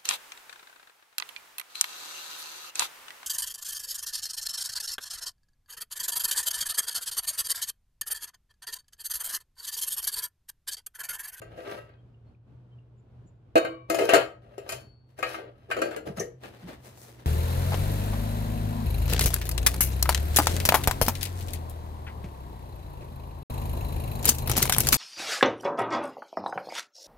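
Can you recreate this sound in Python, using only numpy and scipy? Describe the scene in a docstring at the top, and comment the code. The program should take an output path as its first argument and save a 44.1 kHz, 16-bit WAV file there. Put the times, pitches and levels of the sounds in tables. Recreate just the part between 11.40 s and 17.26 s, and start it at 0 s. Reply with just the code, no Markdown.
"""A hand-held square sheet-metal pot knocks, rattles and scrapes in an open shed as a small stove is lifted
out, lowered back in and covered with the lid. Blows ring damped modes over a dense wash; slides excite both
with stick-slip noise. Loose steel parts, and the pot itself after its first hard blow, ping as longer damped
sines, soft pushes are low ones, and a jacket rustles in bursts of filtered noise as the holder turns away.
Faint chirps, a wavering hum and distant air fill the pauses."""
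import sys
import numpy as np
from scipy import signal
from scipy.fft import rfft, irfft, next_fast_len
from scipy.io import wavfile
from scipy.ndimage import uniform_filter1d, map_coordinates

SR = 44100
rng = np.random.default_rng(int(sys.argv[2]) if len(sys.argv) > 2 else 0)


def nominal_scale(level):
    """Amplitude ratio for a level in decibels (scalar or array-like)."""
    x = np.asarray(level, float) / 20
    return 10 ** x


def unload_wav(signal):
    """Save mono or channel-first audio to the path in sys.argv[1] as 16-bit WAV at rate SR, clipped to [-1, 1]."""
    wavfile.write(
        sys.argv[1],
        SR,
        np.round(np.clip(np.atleast_2d(signal).T, -1, 1) * 32767).astype(np.int16),
    )


N = 258405
BOOM_HZ, RIM_HZ = 800, 4500  # wall boom lies below the first, rim brightness above the second, clank between


def unit(x):
    """Normalisation: scale to rms 1."""
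    return x / np.sqrt(np.mean(x ** 2) + 1e-20)


def along(points, hz):
    """Logarithmic pitch scale: read (Hz, value) points on a log axis."""
    f, v = np.transpose(points)
    return np.interp(np.log(hz + 1), np.log(f + 1), v)


def wobble(rate):
    """Slow random modulation: a smooth curve through rate random knots a second."""
    knots = rng.standard_normal(int(N * rate / SR) + 4)
    return map_coordinates(knots, [np.arange(N) * rate / SR])


def filtered(x, response):
    """Linear filtering: the spectrum of x times a complex response of frequency."""
    m = next_fast_len(N + SR // 2)
    return irfft(rfft(x, m) * response(np.fft.rfftfreq(m, 1 / SR)), m)[..., :N]


def registers(x, response):
    """Band splitting: low, middle and high parts of stereo x after a response, each of rms 1."""
    def split(hz):
        below_boom = 1 / (1 + (hz / BOOM_HZ) ** 8)
        below_rim = 1 / (1 + (hz / RIM_HZ) ** 8)
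        return np.array([below_boom, below_rim - below_boom, 1 - below_rim])[:, None]
    return np.array([unit(part) for part in filtered(x, lambda hz: split(hz) * response(hz))])


def pair(alike):
    """Interchannel coherence: two white noises of a given likeness."""
    a, b = rng.standard_normal((2, N))
    turn = np.arccos(np.clip(alike, -1, 1)) / 2
    return np.array([np.cos(turn) * a + np.sin(turn) * b, np.cos(turn) * a - np.sin(turn) * b])


def ring(modes, gains, spread, attack, fuzz_hz):
    """Modal synthesis: damped sines of unsteady pitch, each reaching the two ports with its own phase."""
    hz, db, t60 = np.transpose(modes)[:, :, None]
    hold = 64  # samples between changes of pitch
    t = np.arange(360 * hold) / SR
    decay = gains[:, None] * nominal_scale(db - 60 * t / t60)
    waver = np.repeat(rng.standard_normal((len(hz), 360)), hold, axis=1)
    phase = 2 * np.pi * np.cumsum(hz + fuzz_hz * waver, axis=1) / SR
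    skew = spread * rng.standard_normal(hz.shape)
    ports = [(decay * np.sin(phase + side * skew)).sum(0) for side in (1, -1)]
    return np.array(ports) * (1 - np.exp(-t / attack))


def add(mix, sound, s):
    """Superposition: mix a stereo sound in at time s."""
    i = round(s * SR)
    mix[:, i:i + sound.shape[1]] += sound[:, :N - i]


def stroke_db(start, length, press_db, rise, fall):
    """Envelope of one movement, 0 dB at its end: rise and fall in dB a second around a steady press."""
    t = np.arange(N) / SR - start
    onset = rise * np.minimum(t, 0)
    press = press_db * (1 - np.clip(t / length, 0, 1))
    release = fall * np.maximum(t - length, 0)
    return onset - press - release


# Spectrum of the distant air. Each row: frequency in Hz, relative density in dB per Hz.
AIR_SPECTRUM = [(26, -48), (45, -3.5), (123, -3), (170, -11.5), (411, -18.5), (1130, -32.5), (1510, -35.5),
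                (1930, -42), (2940, -43), (5430, -54.5), (16000, -69.5)]
# Coherence of the air at the two ports. Each row: frequency in Hz, left-right likeness from 0 to 1.
AIR_COHERENCE = [(60, 0.49), (950, 0.081), (15000, 0.08)]
AIR_DB, HUM_DB = -55.5, -54.5  # levels about which air and hum waver


def air():
    """Diffuse-field coherence: far rumble most alike in the bass, and a frequency-modulated hum that wavers."""
    turn = lambda hz: np.arccos(np.clip(along(AIR_COHERENCE, hz), -1, 1)) / 2
    shape = lambda hz: nominal_scale(along(AIR_SPECTRUM, hz)) * [np.cos(turn(hz)), np.sin(turn(hz))]
    mid, side = filtered(rng.standard_normal((2, N)), shape)
    rumble = nominal_scale(AIR_DB + 2.3 * wobble(11.0)) * unit(np.array([mid + side, mid - side]))
    phase = 2 * np.pi * np.cumsum(120.5 + 3 * wobble(5.4)) / SR
    waver_db = 3.5 * wobble(14)
    return rumble + nominal_scale(HUM_DB + waver_db) * np.sin(phase)


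# Reverberation of the shed. Each row: frequency in Hz, t60 in seconds.
SHED_DECAY = [(300, 0.38), (2000, 0.31), (10000, 0.23)]


def shed(x):
    """Reverberant decay: each frequency dies at its own speed; the pot moves, so each moment meets a new answer."""
    step = SR // 8
    late = np.pad(x, ((0, 0), (300 + step, 2 * step)))  # the answer is 300 samples late
    out = np.zeros((2, N + 4 * SR))
    for i in range(0, N + step, step):
        hz, t, z = signal.stft(rng.standard_normal((2, SR // 2)), SR, nperseg=256)
        tail = signal.istft(z * nominal_scale(-60 * t / along(SHED_DECAY, hz)[:, None]), SR, nperseg=256)[1]
        piece = late[:, i:i + 2 * step] * np.hanning(2 * step)
        answer = signal.fftconvolve(piece, tail / np.linalg.norm(tail[0]), axes=1)
        out[:, i:i + answer.shape[1]] += answer
    return out[:, step:step + N]


# Faint far chirps and ticks. Each row: centre in seconds, length in seconds, mean pitch in Hz, level in dB.
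FAR_CHIRPS = [ (0.595, 0.07, 3200, -73), (0.747, 0.015, 2830, -65), (0.882, 0.056, 4270, -79),
              (.95, 0.0065, 2480, -64), (1.329, 0.056, 3100, -71), (1.389, 0.013, 2790, -62),
              (1.595, .06, 7100, -79), (1.88, 0.057, 7060, -69)]


def chirps():
    """Random frequency modulation: short fuzzy tones that swell and fade."""
    out = np.zeros((2, N))
    for s, length, hz, db in FAR_CHIRPS:
        count = int(length * SR)
        pitch = hz * (1 + 0.074 * uniform_filter1d(rng.standard_normal((2, count)), size=12))
        tone = np.sin(2 * np.pi * np.cumsum(pitch, axis=1) / SR)
        add(out, nominal_scale(db) * np.hanning(count) * tone, s - length / 2)
    return out


# Dull pushes of hands, lid and body. Each row: start in seconds, level in dB before the soft attack,
# mean pitch in Hz, t60 in seconds.
PUSHES = [(1.843, -35, 120, 0.13), (2.738, -27, 143, 0.17), (4.668, -23, 139, 0.15),
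          (4.695, -4.5, 233, 0.032), (4.771, -20, 147, 0.16), (5.224, -28, 171.3, 0.2),
          (5.282, -24, 287, 0.055)]


def thumps():
    """Soft-contact excitation: a slow attack gives only a low, rough push."""
    out = np.zeros((2, N))
    for s, db, hz, t60 in PUSHES:
        add(out, ring([(hz, db, t60)], np.ones(1), spread=0.12, attack=0.027, fuzz_hz=65.3), s)
    return out


# Spectrum of stiff cloth. Each row: frequency in Hz, relative density in dB per Hz.
CLOTH_SPECTRUM = [(120, -29), (200, -4), (394, -4.5), (2020, -9), (2210, -11.5), (16000, -17.5)]
# Jacket rustles. Each row: start in seconds, length in seconds, body level in dB, hiss level in dB.
RUSTLES = [(3.706, 0.011, -68, -77), (5.037, 0.028, -46, -56.5), (5.141, 0.18, -56.5, -67),
           (5.292, 0.026, -48, -59.5), (5.446, 0.024, -49.5, -51.5), (5.531, 0.045, -62.5, -67.5),
           (5.592, 0.036, -58, -52.5), (5.645, 0.032, -56, -56.5), (5.7, 0.046, -61, -66.5),
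           (5.793, 0.072, -56.5, -66.5)]
RUSTLE_IN_DB_PER_S, RUSTLE_OUT_DB_PER_S = 550, 287


def jacket():
    """Amplitude-modulated friction noise: stiff cloth folds in lumps and hisses in crinkles."""
    crinkles = nominal_scale(2.2 * wobble(35) + 2.2 * wobble(400))
    folds, rub, hiss = registers(crinkles * pair(0.18), lambda hz: nominal_scale(along(CLOTH_SPECTRUM, hz)))
    body = nominal_scale(1.0) * folds + nominal_scale(-3.5) * rub
    out = np.zeros((2, N))
    for s, length, body_db, hiss_db in RUSTLES:
        move = nominal_scale(stroke_db(s, length, 0, RUSTLE_IN_DB_PER_S, RUSTLE_OUT_DB_PER_S))
        out += move * (nominal_scale(body_db) * body + nominal_scale(hiss_db) * hiss)
    return out


# Loose steel parts, and under the name "grate" the pot's own longer-lasting ring. Each named entry: pitch
# unrest # in Hz, then modes. Each mode: mean frequency in Hz, relative level in dB, t60 in seconds.
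STEEL_PARTS = {"leg": (22, [(1295, 3, 0.3), (1575, 3, 0.3), (1925, 0, 0.3), (2750, -2, 0.3)]),
               "grate": (45, [(1120, 1, 0.65), (2305, -9, 0.65), (2905, -5, 0.45), (3755, -5, 0.36),
               (4360, -5, 0.25)]), "valve": (17, [(2595, -8.5, 0.56), (4436, -6, 0.95), (8270, 0, 0.12),
               (10340, 6, 0.09), (12520, 3.5, .1)]), "clip": (230, [(6110, 8.5, 0.077),
               (11270, -3, 0.061)]), "lid edge": (98, [(1850, 16, 0.14), (2300, 4, 0.11)])}
# Pings of those parts. Each row: start in seconds, level in dB, name of the part.
PART_PINGS = [(0.019, -57.5, "leg"), (0.178, -54.5, "leg"), (0.29, -50, "leg"), (0.375, -51.5, "leg"),
              (2.159, -32.5, "grate"), (3.298, -48, "valve"), (4.796, -34.5, "clip"),
              (4.807, -51, "lid edge")]


def pings():
    """Free vibration: lightly damped modes of small parts and of the pot itself, many of them longer or higher
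    than the sheet's."""
    out = np.zeros((2, N))
    for s, db, part in PART_PINGS:
        unrest_hz, modes = STEEL_PARTS[part]
        gains = nominal_scale(db + np.zeros(len(modes)))
        add(out, ring(modes, gains, spread=0.25, attack=0.00045, fuzz_hz=unrest_hz), s)
    return out


# Spectrum of the thin sheet's many unresolved modes. Each row: frequency in Hz, relative density in dB per Hz.
SHEET_SPECTRUM = [(150, -51.5), (270, -18.5), (330, 0.5), (700, 9), (870, -8.5), (1190, -20.5),
                  (2810, -12.5), (3350, -25.5), (6910, -40.5), (8100, -44), (11000, -38.5), (16000, -47.5)]


def dense(hz):
    """High modal density: the crowded modes of the sheet as random narrow peaks on its spectrum."""
    peaks = np.interp(hz, np.arange(0, SR, 30), rng.standard_normal(SR // 30))
    return nominal_scale(along(SHEET_SPECTRUM, hz) + 6 * peaks)


# Clear modes of the pot, for slides and knocks. 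Each row: nominal frequency in Hz, relative level in dB,
# t60 in seconds before a light stroke lengthens it or the grip shortens it.
POT_MODES = [(328.9, -7.5, 0.44), (401.8, 0.5, 0.078), (456.2, -2, 0.14), (506, -6.5, 0.33),
             (524, -6.5, 0.071), (576, 1, 0.031), (665, -3.5, 0.16), (1170.5, -12.5, 0.06),
             (1274.4, -13.5, 0.084), (1392, -29.5, 0.3), (1560, -14, 0.081), (1663, -24.5, 0.21),
             (1870, -21.5, 0.15), (2098, -25, 0.19), (2522, -20.5, 0.19), (2704, -24, 0.15),
             (2830, -24.5, 0.094), (3070, -27.5, 0.38), (3955, -29.5, 0.21), (4415, -33, 0.49),
             (5710, -32, 0.14), (7010, -19.5, 0.35)]
# Stove and lid slide along the walls. Each row: start in seconds, length in seconds, level in dB at the end,
# wall boom in dB and rim brightness in dB, both relative to that level.
WALL_SLIDES = [(0, 0.16, -56.5, 8, -19), (0.17, 0.15, -41.5, 4, -14), (0.316, 0.072, -49, 7.5, -10.5),
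               (0.423, 0.13, -67, 1, -29), (2.502, 0.15, -35, 9.5, -7.5), (2.688, 0.076, -19.5, -4.5, -25),
               (3.022, 0.25, -56.5, 8.5, -15), (3.284, 0.047, -40.5, 2, -4.5), (3.367, 0.045, -62, -6, -8),
               (3.78, 0.16, -38, -5.5, -9.5), (3.934, 0.053, -50.5, 8.5, -24),
               (3.969, 0.11, -56.5, 13, -41), (4.087, 0.16, -62.5, -2.5, -15), (4.296, 0.17, -50, 18, -7.5),
               (4.466, 0.072, -43.5, -3, -17), (4.656, 0.018, -44, 12.5, -10.5),
               (4.767, 0.017, -38.5, -1, -9.5)]
# a stroke bites at once, presses harder to its end, then lets go
BITE_DB_PER_S, PRESS_DB, LET_GO_DB_PER_S = 1497, 14, 332.5


def slides():
    """Stick-slip friction: clumped noise keeps the pot's modes and the dense wash humming."""
    clumps = nominal_scale(2.0 * wobble(35) + 3 * wobble(250))
    grit = clumps * pair(0.49)
    mode_hz, mode_db, t60 = np.transpose(POT_MODES)[:, :, None]
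    width = np.log(1000) / (np.pi * t60 * 1.8)  # Hz; a light stroke damps the walls less than a blow

    def modes(hz):
        strength = nominal_scale(mode_db + 0.82 * np.log2(mode_hz / BOOM_HZ))
        resonance = 1j * hz * np.sqrt(width) / (mode_hz ** 2 - hz ** 2 + 1j * hz * width)
        return (strength * resonance).sum(0)

    tuned = registers(grit, modes)
    wash = registers(grit[::-1, ::-1], dense)  # reversed in time, ports swapped
    tuned_db, wash_db = np.array([-1, -1, -10]), np.array([-13, -22, -1])  # boom, clank, rim
    parts = nominal_scale(tuned_db)[:, None, None] * tuned + nominal_scale(wash_db)[:, None, None] * wash
    out = np.zeros((2, N))
    for s, length, db, boom_db, rim_db in WALL_SLIDES:
        colour = np.tensordot(nominal_scale(db + np.array([boom_db, 0, rim_db])), parts, axes=1)
        out += nominal_scale(stroke_db(s, length, PRESS_DB, BITE_DB_PER_S, LET_GO_DB_PER_S)) * colour
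    return out


# Knocks on the pot. Each row: start in seconds, reference level in dB, wall boom in dB and rim brightness in dB
# relative to it, wall pitch in Hz favoured by the spot struck.
POT_KNOCKS = [(0.017, -40, 2.5, -12, 405), (0.177, -49, 14.5, -8, 506), (0.492, -52, -3, -26, 710),
              (2.156, -14, 11, -17.5, 665), (2.167, -28.5, 15.5, -5.5, 355), (2.177, -22, 3.5, -9.5, 647),
              (2.248, -26.5, 2.5, -19, 555), (2.499, -21.5, 2.5, -4.5, 340), (2.545, -25.5, 2.5, -3.5, 320),
              (2.587, -21, -1, -11, 510), (2.609, -28, 12.5, -9, 450), (2.691, -15, -0.5, -12, 520),
              (2.735, -10, 1, -11, 708), (2.745, -15, 2, -8.5, 466), (2.755, -19, 8.5, -12.5, 585),
              (3.18, -42, 13, -5.5, 388), (3.291, -29, -9, -1, 668), (3.321, -32.5, -4, -0.5, 670),
              (3.788, -40, 8.5, -4.5, 670), (3.827, -17.5, -10.5, -19.5, 524),
              (3.943, -30, -11, -23.5, 690), (4.302, -34.5, -2, -16, 580), (4.312, -18.5, -13, -17.5, 785),
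              (4.366, -28, 6, -17, 520), (4.389, -31, 5.5, -17, 570), (4.417, -20.5, 1.5, -12, 524),
              (4.51, -39.5, 10, -9, 390), (4.563, -32, 6, -9, 444), (4.771, -41, 3, -3.5, 484),
              (4.8, -38.5, 15, 5, 508), (5.04, -36.5, -2.5, -26, 344)]
# A hand or the stove's base presses on the wall and damps knocks already ringing.
# Each row: time in seconds, loss in dB.
WALL_PRESSES = [(2.188, 5), (2.855, 16.5), (4.711, 12)]
# The stove hangs loose in the pot. Each row: start in seconds, end in seconds.
LOOSE_SPANS = [(2.52, 2.72), (3.1, 3.4)]
# most blows clank around one pitch; the thin feet of the loose stove tap higher
CLANK_HZ, FEET_HZ = 1466, 2690
LID_ON = 4.29  # s; from here the loose lid rides on the rim and roughens every knock's ring
RIM_UNREST_HZ, GRIP_HZ = 70, 5000  # high modes waver more; the grip mostly shortens those above the second


def knocks():
    """Impulsive modal excitation: each blow rings the clear modes at new strengths over a dying dense wash."""
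    out = np.zeros((2, N))
    wash = registers(pair(0.067), dense)
    pot = np.array(POT_MODES)
    hz = pot[:, 0]
    register = (hz > BOOM_HZ).astype(int) + (hz > RIM_HZ)
    lift_db = np.array([-7, 6, 14])  # a hard blow reaches the weak high modes
    wash_t60 = np.array([[0.2], [0.17], [0.12]])  # s, for boom, clank, rim
    wash_drop_db, crack_drop_db = np.array([[13], [12], [7]]), np.array([[12], [9], [3]])
    for s, db, boom_db, rim_db, low_hz in POT_KNOCKS:
        loose = any(a < s < b for a, b in LOOSE_SPANS)
        high_hz = FEET_HZ if loose else CLANK_HZ
        colour_db = db + np.array([boom_db, 0, rim_db])
        low_spot_db = 8 * np.exp(-(np.log(hz / low_hz) / 0.079) ** 2)
        high_spot_db = 5 * np.exp(-(np.log(hz / high_hz) / 0.25) ** 2)
        chance_db = rng.normal(0, 3, len(pot))
        strengths = nominal_scale((colour_db + lift_db)[register] + low_spot_db + high_spot_db + chance_db)

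        # each contact shifts the modes, the loose lid most
        shift = hz / 4e5 if s < LID_ON else 0.035
        loaded = pot.copy()
        loaded[:, 0] *= 1 + shift * rng.standard_normal(len(pot))
        loaded[:, 2] /= 1 + (hz / GRIP_HZ) ** 2
        fuzz_hz = (12 if s < LID_ON else 45) + RIM_UNREST_HZ * (hz[:, None] / RIM_HZ) ** 2
        clear = ring(loaded, strengths, spread=0.64, attack=0.0025, fuzz_hz=fuzz_hz)

        t = np.arange(clear.shape[1]) / SR
        start = rng.integers(N - len(t))
        dying = nominal_scale(colour_db[:, None] - wash_drop_db - 60 * t / wash_t60) * (1 - np.exp(-t / 0.0055))
        crack = nominal_scale(colour_db[:, None] - crack_drop_db - 60 * t / 0.027)
        sound = clear + ((dying + crack)[:, None] * wash[:, :, start:start + len(t)]).sum(0)
        for press_s, lost_db in WALL_PRESSES:
            if s < press_s:
                sound = sound * nominal_scale(-lost_db * np.clip((s + t - press_s) / 0.0028, 0, 1))
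        add(out, sound, s)
    return out


# The pot turns in the hands. Each row: time in seconds, left-over-right level in dB.
POT_FACING = [(0, 2), (2.16, 1.5), (2.402, 5), (5.86, 2.5)]


def scene():
    """Superposition of direct sound, the shed's reverberation and the background air."""
    s, pan_db = np.transpose(POT_FACING)
    pan_db = np.interp(np.arange(N) / SR, s, pan_db)
    handled = knocks() + slides() + pings() + jacket()
    near = handled * nominal_scale([pan_db / 2, -pan_db / 2]) + thumps() + chirps()
    near[0] = np.roll(near[0], 21)  # samples: the left port is farther away
    return near + nominal_scale(-9.5) * shed(near) + air()


def roll_off(x):
    """The treble ends steeply here."""
    return signal.sosfilt(signal.butter(12, 17000, fs=SR, output="sos"), x)


def record(dry):
    """Close-spaced reception: two ports hear the bass nearly alike, and the response rolls off at both ends."""
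    mid, side = (dry[0] + dry[1]) / 2, (dry[0] - dry[1]) / 2

    def spacing(hz):
        ratio = (hz / 480) ** 4
        return 0.97 * np.sqrt((0.12 + ratio) / (1 + ratio))

    def edges(hz):
        bass_cut = (hz / 48) ** 3 / np.sqrt(1 + (hz / 48) ** 6)
        treble_cut_db = -38.5 * np.clip((hz - 15700) / 250 + 0.5, 0, 1)
        return bass_cut * nominal_scale(treble_cut_db)

    side = filtered(side, spacing)
    mix = filtered(np.array([mid + side, mid - side]), edges)
    return roll_off(mix)


dry = scene()
out = record(dry)
unload_wav(out)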